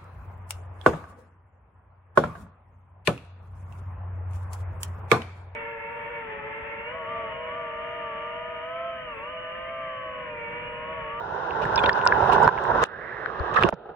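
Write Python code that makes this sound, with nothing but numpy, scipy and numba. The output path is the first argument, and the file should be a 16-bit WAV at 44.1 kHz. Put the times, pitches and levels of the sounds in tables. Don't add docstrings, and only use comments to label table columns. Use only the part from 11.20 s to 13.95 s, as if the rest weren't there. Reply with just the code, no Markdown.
import sys
import numpy as np
from scipy import signal
from scipy.io import wavfile
from scipy.ndimage import uniform_filter1d
from numba import njit

SR = 44100
rng = np.random.default_rng(int(sys.argv[2]) if len(sys.argv) > 2 else 0)


def transcribe(u):
    v = np.clip(np.atleast_2d(u).T, -1, 1)
    q = np.round(v * 32767).astype(np.int16)
    wavfile.write(sys.argv[1], SR, q)


def field_ratio(decibels):
    return 10 ** (np.asarray(decibels, dtype=float) / 20)


N = 121275
T = np.arange(N) / SR


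@njit
def svf(x, hz, width):
    y, band, low = np.empty((2, len(x))), 0., 0.
    for i in range(len(x)):
        g, k = np.tan(np.pi * hz[i] / SR), width[i] / hz[i]
        v = (band + g * (x[i] - low)) / (1 + g * (g + k))
        y[0, i], y[1, i] = k * v, low + g * v
        band, low = 2 * v - band, low + 2 * g * v
    return y


def ring(x, hz, width_hz):
    return svf(x, hz + 0 * T, width_hz + 0 * T)


def fixed(x, hz, width_hz):
    b, a = signal.iirpeak(hz, hz / width_hz, fs=SR)
    return signal.lfilter(b, a, signal.lfilter(b, a, x))


def steep(x, hz, kind):
    return signal.sosfilt(signal.butter(6, hz, kind, fs=SR, output="sos"), x)


def band_noise(x, order, low_hz, high_hz):
    return signal.sosfilt(signal.butter(order, [low_hz, high_hz], "band", fs=SR, output="sos"), x)


def unit(x):
    return x / np.sqrt(np.mean(x ** 2))


def walk(rate):
    k = int(SR / rate)
    steps = np.repeat(rng.standard_normal(N // k + 1), k)
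    return unit(uniform_filter1d(uniform_filter1d(steps, k), k)[:N])


def foam(grain_db, flicker_db):
    return unit(rng.standard_normal(N) * field_ratio(grain_db * walk(300) + flicker_db * walk(24.74)))


# t/s, level/dB, right port f/Hz, left port f/Hz, right port ring/dB
WASH_COURSE = [(0, 6, 941, 1406, -1), (.9, 0, 983, 1456, 3.5), (1.02, 0.5, 940, 1355, -0.5),
               (1.12, -1.5, 976, 1436, -1.5), (1.27, -3, 964, 1396, -0.5), (1.32, -0.5, 947, 1400, 1),
               (1.55, 0, 1020, 1370, -2.5), (1.635, -1, 1179, 1390, 3.5), (1.66, 0.5, 1456, 1580, -6),
               (1.9, 0.5, 2140, 1750, 0.5), (2.05, 1.5, 1670, 1750, -7), (2.12, 0.5, 1230, 1610, -8.5),
               (2.33, 2, 1130, 1580, -3), (2.37, 0.5, 1270, 1800, 6.5), (2.42, 1, 1253, 1630, 4),
               (2.5, 2.5, 860, 1310, -8.5), (2.6, 1.5, 770, 1300, -12), (2.75, -4.5, 870, 1200, -7)]


def wash():
    columns = np.array(WASH_COURSE).T
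    level_db, right_hz, left_hz, ring_db = (np.interp(T, columns[0], c) for c in columns[1:])
    boost_db, bass_db, treble_db, crackle = sloshes()
    out = ports(right_hz, left_hz, ring_db, bass_db, crackle)
    out = out + shell(left_hz, treble_db, crackle) + rumble(bass_db)
    return out * field_ratio(level_db + boost_db)


# t/s, length/s, boost level/dB, extra bass level/dB, extra treble level/dB
SLOSHES = [(0.634, 0.015, 2, 4.5, 0.5), (0.746, 0.047, 2.5, -9, 1), (1.09, .2, 0.5, 1.5, -1),
           (1.116, .035, 0, 0.5, 7), (0.417, .025, 1.5, -2.5, 5.5), (1.482, 0.081, 2, 1, -3.5),
           (1.618, 0.023, 0, 1, 7.5), (1.643, 0.021, 1.5, 0.5, 16), (2.338, 0.176, -0.5, 2, 9),
           (2.361, .013, 3, -4, 2.5), (2.369, .011, 8, -21, -8), (2.382, 0.0087, 6, -4, -4.5),
           (2.397, 0.023, -3.5, 4, 3), (2.426, 0.032, 2, 3.5, -1.5), (2.461, 0.035, -0.5, 4.5, -4.5),
           (2.524, 0.018, 11.5, 7, -1), (2.656, 0.065, 2.5, 2, -1), (2.692, 0.013, 2.5, 6, 2.5)]


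def sloshes():
    shape = [uniform_filter1d(1. * ((T > row[0]) & (T < row[0] + row[1])), size=160) for row in SLOSHES]
    boost_db, bass_db, treble_db = (sum(e * row[k] for e, row in zip(shape, SLOSHES)) for k in (2, 3, 4))
    crackle = field_ratio(1.79 * walk(150) * np.minimum(sum(shape), 1))
    return boost_db, bass_db, treble_db, crackle


APART_DB, CUT_HZ = -6, 373
BODY_HZ, BODY_WIDTH_HZ = 398, 252
LEFT_Q, RIGHT_Q = 7.5, 5.8
LEFT_BODY_DB, LEFT_PORT_DB, RIGHT_DB = -2.5, 3, -7.5
LEAK_TO_LEFT_DB, LEAK_TO_RIGHT_DB = -8.5, -5
TOP_HZ = (1750, 1910)


def ports(right_hz, left_hz, ring_db, bass_db, crackle):
    shared = foam(0.31, 0.32)
    left_in, right_in = (steep(crackle * (shared + field_ratio(APART_DB) * foam(0.4, 0.55)), CUT_HZ, "high")
                         for _ in range(2))
    left_port = ring(left_in, left_hz, left_hz / LEFT_Q)
    right_port = ring(right_in, right_hz, right_hz / RIGHT_Q / field_ratio(ring_db))
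    left_body = ring(left_in, BODY_HZ, BODY_WIDTH_HZ)[0]
    right_body = ring(right_in, BODY_HZ, BODY_WIDTH_HZ)[0]

    left = field_ratio(LEFT_BODY_DB + bass_db) * left_body
    left += field_ratio(LEFT_PORT_DB + 0.85 * ring_db) * left_port[0]
    left += field_ratio(LEAK_TO_LEFT_DB + ring_db) * right_port[0]
    right = field_ratio(RIGHT_DB) * (right_port[1] + field_ratio(bass_db) * right_body)
    right += field_ratio(LEAK_TO_RIGHT_DB) * left_port[0]

    edge = [ring(x, hz * np.maximum(left_hz / 1450, 1), 1.636 * hz)[1] for x, hz in zip((left, right), TOP_HZ)]
    return steep(np.array(edge), 1742, "low") * field_ratio(11)


# f/Hz, width f/Hz, left level/dB, right level/dB
SHELL_MODES = [
    (2630, 340, -26, -23),
    (3000, 591, -25, -34),
    (3700, 440, -25.5, -33),
    (5160, 830, -37, -40.5),
    (5730, 1200, -43.5, -43),
    (9430, 4800, -57, -55.5),
]
DUNK_S, DUNK_DB_PER_KHZ = 1.645, -2.4


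def shell(left_hz, treble_db, crackle):
    out = np.zeros((2, N))
    muffle_db = 13 * np.log2(np.minimum(left_hz / 1450, 1)) + treble_db
    for hz, width_hz, *side_db in SHELL_MODES:
        dunk_db = DUNK_DB_PER_KHZ * (T > DUNK_S) * np.clip(hz - 2900, 0, 2600) / 1000
        fizz = rng.standard_normal((2, N)) * field_ratio(0.69 * walk(39.71) + dunk_db + muffle_db) * crackle
        fizz[1] -= 0.24 * fizz[0]
        out += field_ratio(np.array(side_db)[:, None] + 11.5) * fixed(fizz, hz, 1.47 * width_hz)
    return out


RUMBLE_HZ, RUMBLE_DB = (62.5, 125, 224), (-25, -19.5, -25)


def rumble(bass_db):
    out = np.zeros((2, N))
    for hz, level_db in zip(RUMBLE_HZ, RUMBLE_DB):
        low = [unit(fixed(foam(0, 3.1), hz, hz * 0.95)) for _ in range(3)]
        out += field_ratio(level_db + bass_db) * (low[0] + field_ratio(-10) * np.array(low[1:]))
    return out


def add(out, s, x, db, pan_db):
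    i = int(s * SR)
    side_gain = field_ratio(db + np.array([[pan_db / 2], [-pan_db / 2]]))
    out[:, i:i + x.shape[1]] += (x / np.abs(x).max() * side_gain)[:, :N - i]


# t/s, peak level/dB, f/Hz, ring/ms, left-right
# level/dB
RINGING_BUBBLES = [(0.308, -25, 2680, 2.8, -5.5), (.432, -33, 2810, 3.8, -6),
                   (0.453, -20.5, 1760, 4.7, -13), (0.559, -16.5, 5235, 4.3, -3.5),
                   (.597, -36.5, 7570, 3, 2.5), (0.638, -17, 3220, 10, -4), (0.641, -18.5, 2360, 3.4, -12),
                   (.659, -14.5, 2706, 2.3, 5.5), (.661, -18, 3700, 5.2, 13), (0.693, -5.5, 1782, 5.7, -3),
                   (.730, -26, 5000, 5.3, 1), (.814, -24, 2770, 2.4, 0), (.863, -7.5, 1440, 8.3, 1),
                   (.863, -12, 1010, 10.2, -16), (0.874, -14, 5010, 2.2, 14), (0.874, -19.5, 2740, 3.9, -1),
                   (.855, -29, 8000, 3.3, 8), (.923, -2.5, 1647, 5.3, -2), (1.244, -32, 4970, 4, -8.5),
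                   (1.378, -23.5, 2107, 1.5, -4.5), (2.06, -17.5, 1570, 2.6, 18), (2.436, -5, 2760, 3, 0.5),
                   (1.023, -12.5, 930, 10, -15), (1.058, -16, 935, 8, -9), (1.092, -12, 767, 8, -10),
             (1.133, -14.5, 980, 10, -17), (1.161, -14, 955, 7, -16), (1.18, -9, 966, 10, -9),
             (1.201, -10, 835, 9, -16), (1.227, -9, 952, 14, -16.5), (1.276, -11, 1500, 6, -6),
             (1.277, -7.5, 990, 8, -12), (1.288, -10.5, 1546, 6, -0.5), (1.289, -15, 990, 7, -13),
             (1.385, -20.5, 1620, 5, -4), (1.386, -32.5, 2800, 4, -2), (1.452, -20.5, 1680, 4, 5),
             (1.158, -34, 5550, 4, 2), (2.198, -24.5, 1270, 4, 13), (2.361, -27, 3970, 4, 2),
             (2.365, -22.5, 2480, 5, -6), (2.441, -16, 361, 16, -19), (2.44, -22, 176, 28, -13),
             (2.655, -35, 796, 17, 2), (2.453, -36, 3300, 4, -1), (2.467, -33, 845, 6, -3),
             (2.53, -31, 173, 17, -10)]
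# t/s, peak level/dB, f/Hz, ring/ms, left-right level/dB
SINKING_PLOPS = [
    (.577, -16.5, 3620, 9.9, 0),
    (.578, -22, 2550, 8, -2),
    (.589, -20, 2570, 7.9, -13.5),
    (.589, -23.5, 3530, 16, 3),
    (.696, -23, 3400, 5.1, 2),
    (.66, -34, 4840, 5, -1),
]
GLIDE, SINK = .02, -0.066
ROUGH, RISE_CYCLES = .55, 1.77


def bubbles():
    out, t = np.zeros((2, N)), T[:4000]
    events = [(row, False) for row in RINGING_BUBBLES] + [(row, True) for row in SINKING_PLOPS]
    for (s, db, hz, ms, pan_db), sinks in events:
        u = t * 1000 / ms
        rise = np.sin(np.pi / 2 * np.minimum(t * hz / RISE_CYCLES, 1)) ** 2
        env = rise * np.exp(-u ** (3.5 if sinks else 1.5) * 1.67)
        bend = SINK * u if sinks else GLIDE * (u - 1)
        side_phase = np.array([[0], [hz / 1900]])
        tone = np.sin(2 * np.pi * hz * t * (1 + bend / 2) + side_phase)
        spray = unit(band_noise(rng.standard_normal((2, len(t))), 4, hz * 0.46, hz * 1.09))
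        rough = ROUGH * min(hz / 2500, 1) * spray * np.exp(-u)
        add(out, s, env * (tone + rough), db, pan_db)
    return out


# t/s, peak level/dB, port ring f/Hz, left-right level/dB
PORT_SLAPS = [(.6393, -13, 1300, -10), (1.0425, -15, 950, -0.5), (1.2775, -13.5, 1185, -6),
              (1.29, -24, 1270, -17), (1.6388, -17.5, 1620, 24.5), (2.3721, -18.5, 1470, -19),
              (2.379, -22, 1487, -16), (2.426, -10.5, 1240, -24.5), (2.4344, -19, 2150, 17),
              (2.4891, -15, 1187, -17), (2.5258, -25, 800, -26)]


def slaps():
    out, t = np.zeros((2, N)), T[:4000]
    for s, db, hz, pan_db in PORT_SLAPS:
        rise = np.sin(np.pi / 2 * np.minimum(t * hz * 3, 1)) ** 2
        decay = np.exp(-t * hz)
        add(out, s, -np.sin(2 * np.pi * hz * t)[None] * rise * decay, db, pan_db)
    return out


# t/s, peak level/dB, brightness f/Hz, left-right level/dB
DROP_TICKS = [(.421, -28, 2500, 2), (.453, -38, 6500, 0), (.559, -26, 3000, 0), (.635, -31, 4500, 3),
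              (.692, -20, 3200, -4), (.693, -35, 8500, 0), (.855, -34, 5500, 0), (.873, -15, 4200, 0),
              (.874, -31, 7500, 0), (1.132, -27, 8500, 1), (1.133, -30, 4000, 0), (1.232, -31, 6500, 0),
              (1.276, -29, 3500, -5), (1.439, -39, 6800, 0), (1.638, -18, 6000, 3), (1.638, -29, 11000, 0),
              (1.277, -36, 10500, 0), (2.490, -36, 10500, 0), (1.628, -33, 6000, 0), (2.059, -36, 3000, 8),
              (1.659, -46, 7500, 0), (1.668, -50, 6500, 0), (2.196, -37, 4000, 4), (2.342, -32, 5500, 0),
              (2.411, -43, 7000, 0), (2.435, -12, 3000, 3), (2.435, -42, 11000, 0), (2.503, -48, 9000, 0),
              (2.489, -29, 5000, -3), (2.426, -40, 8000, -4), (2.541, -39, 4200, 0), (2.372, -45, 9000, 0)]
TICK_S = .0005


def ticks():
    out, t = np.zeros((2, N)), T[:4000]
    for s, db, hz, pan_db in DROP_TICKS:
        burst = rng.standard_normal((2, len(t))) * (t / TICK_S) * np.exp(-t / TICK_S)
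        burst[1] += .5 * burst[0]
        add(out, s, band_noise(burst, 3, hz * .5, hz * 1.27), db, pan_db)
    return out


THUMP_S, THUMP_DB, THUMP_HZ, THUMP_DECAY_S = 2.202, -25.5, 72.6, 0.00615


def thump():
    out, t = np.zeros((2, N)), T[:5000]
    pulse = -np.sin(2 * np.pi * THUMP_HZ * t) * t * np.exp(-t / THUMP_DECAY_S)
    add(out, THUMP_S, pulse[None], THUMP_DB, 13)
    return out


# on t/s, off t/s, level/dB
WHINE_SPANS = [
    (0, 1.625, -55),
    (1.87, 2.38, -62),
]
WHINE_HZ = 14836


def whine():
    level = sum(field_ratio(db) * ((T >= on) & (T < off)) for on, off, db in WHINE_SPANS)
    return level * field_ratio(1.5 * walk(30)) * np.sin(2 * np.pi * WHINE_HZ * T)


# t/s, drop level/dB, recovery after it in dB/s
GAIN_DUCKS = [
    (0, 2, 23.5),
    (0.696, 6, 24.5),
    (1.278, 7.5, -2),
    (1.295, 7, 27),
    (1.641, 20, 17),
    (2.496, 19, 1.5),
    (2.548, 1, 31.5),
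]
START_DB, DUCK_S = -34, 0.0026


def gain_db():
    ends = [row[0] for row in GAIN_DUCKS[1:]] + [T[-1]]
    gain = START_DB
    for (s, drop_db, rate), end in zip(GAIN_DUCKS, ends):
        recovery = rate * np.clip(T - s, 0, end - s)
        gain = gain + recovery - drop_db * np.clip((T - s) / DUCK_S, 0, 1)
    return gain


def scene():
    return (wash() + whine()) * field_ratio(gain_db()) + bubbles() + slaps() + ticks() + thump()


QUIET_HZ, QUIET_DB, QUIET_DB_PER_KHZ, FRAME_LEAD = 4700, -98.5, .8, 471


def quiet(x):
    hz, _, z = signal.stft(np.pad(x, ((0, 0), (FRAME_LEAD, 0))), SR, nperseg=2048)
    hz = hz[:, None]
    threshold = field_ratio(QUIET_DB + QUIET_DB_PER_KHZ * (hz - QUIET_HZ) / 1000)
    keep = (np.abs(z) > threshold) | (hz < QUIET_HZ) | (np.abs(hz - WHINE_HZ) < 45)
    return signal.istft(z * keep, SR, nperseg=2048)[1][:, FRAME_LEAD:FRAME_LEAD + N]


def band_limit(x):
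    return signal.sosfilt(signal.butter(12, 16470, fs=SR, output="sos"), x)


def record(dry):
    limited = np.tanh(dry * 0.39) / 0.42
    mix = quiet(limited)
    return band_limit(mix)


dry = scene()
out = record(dry)
transcribe(out)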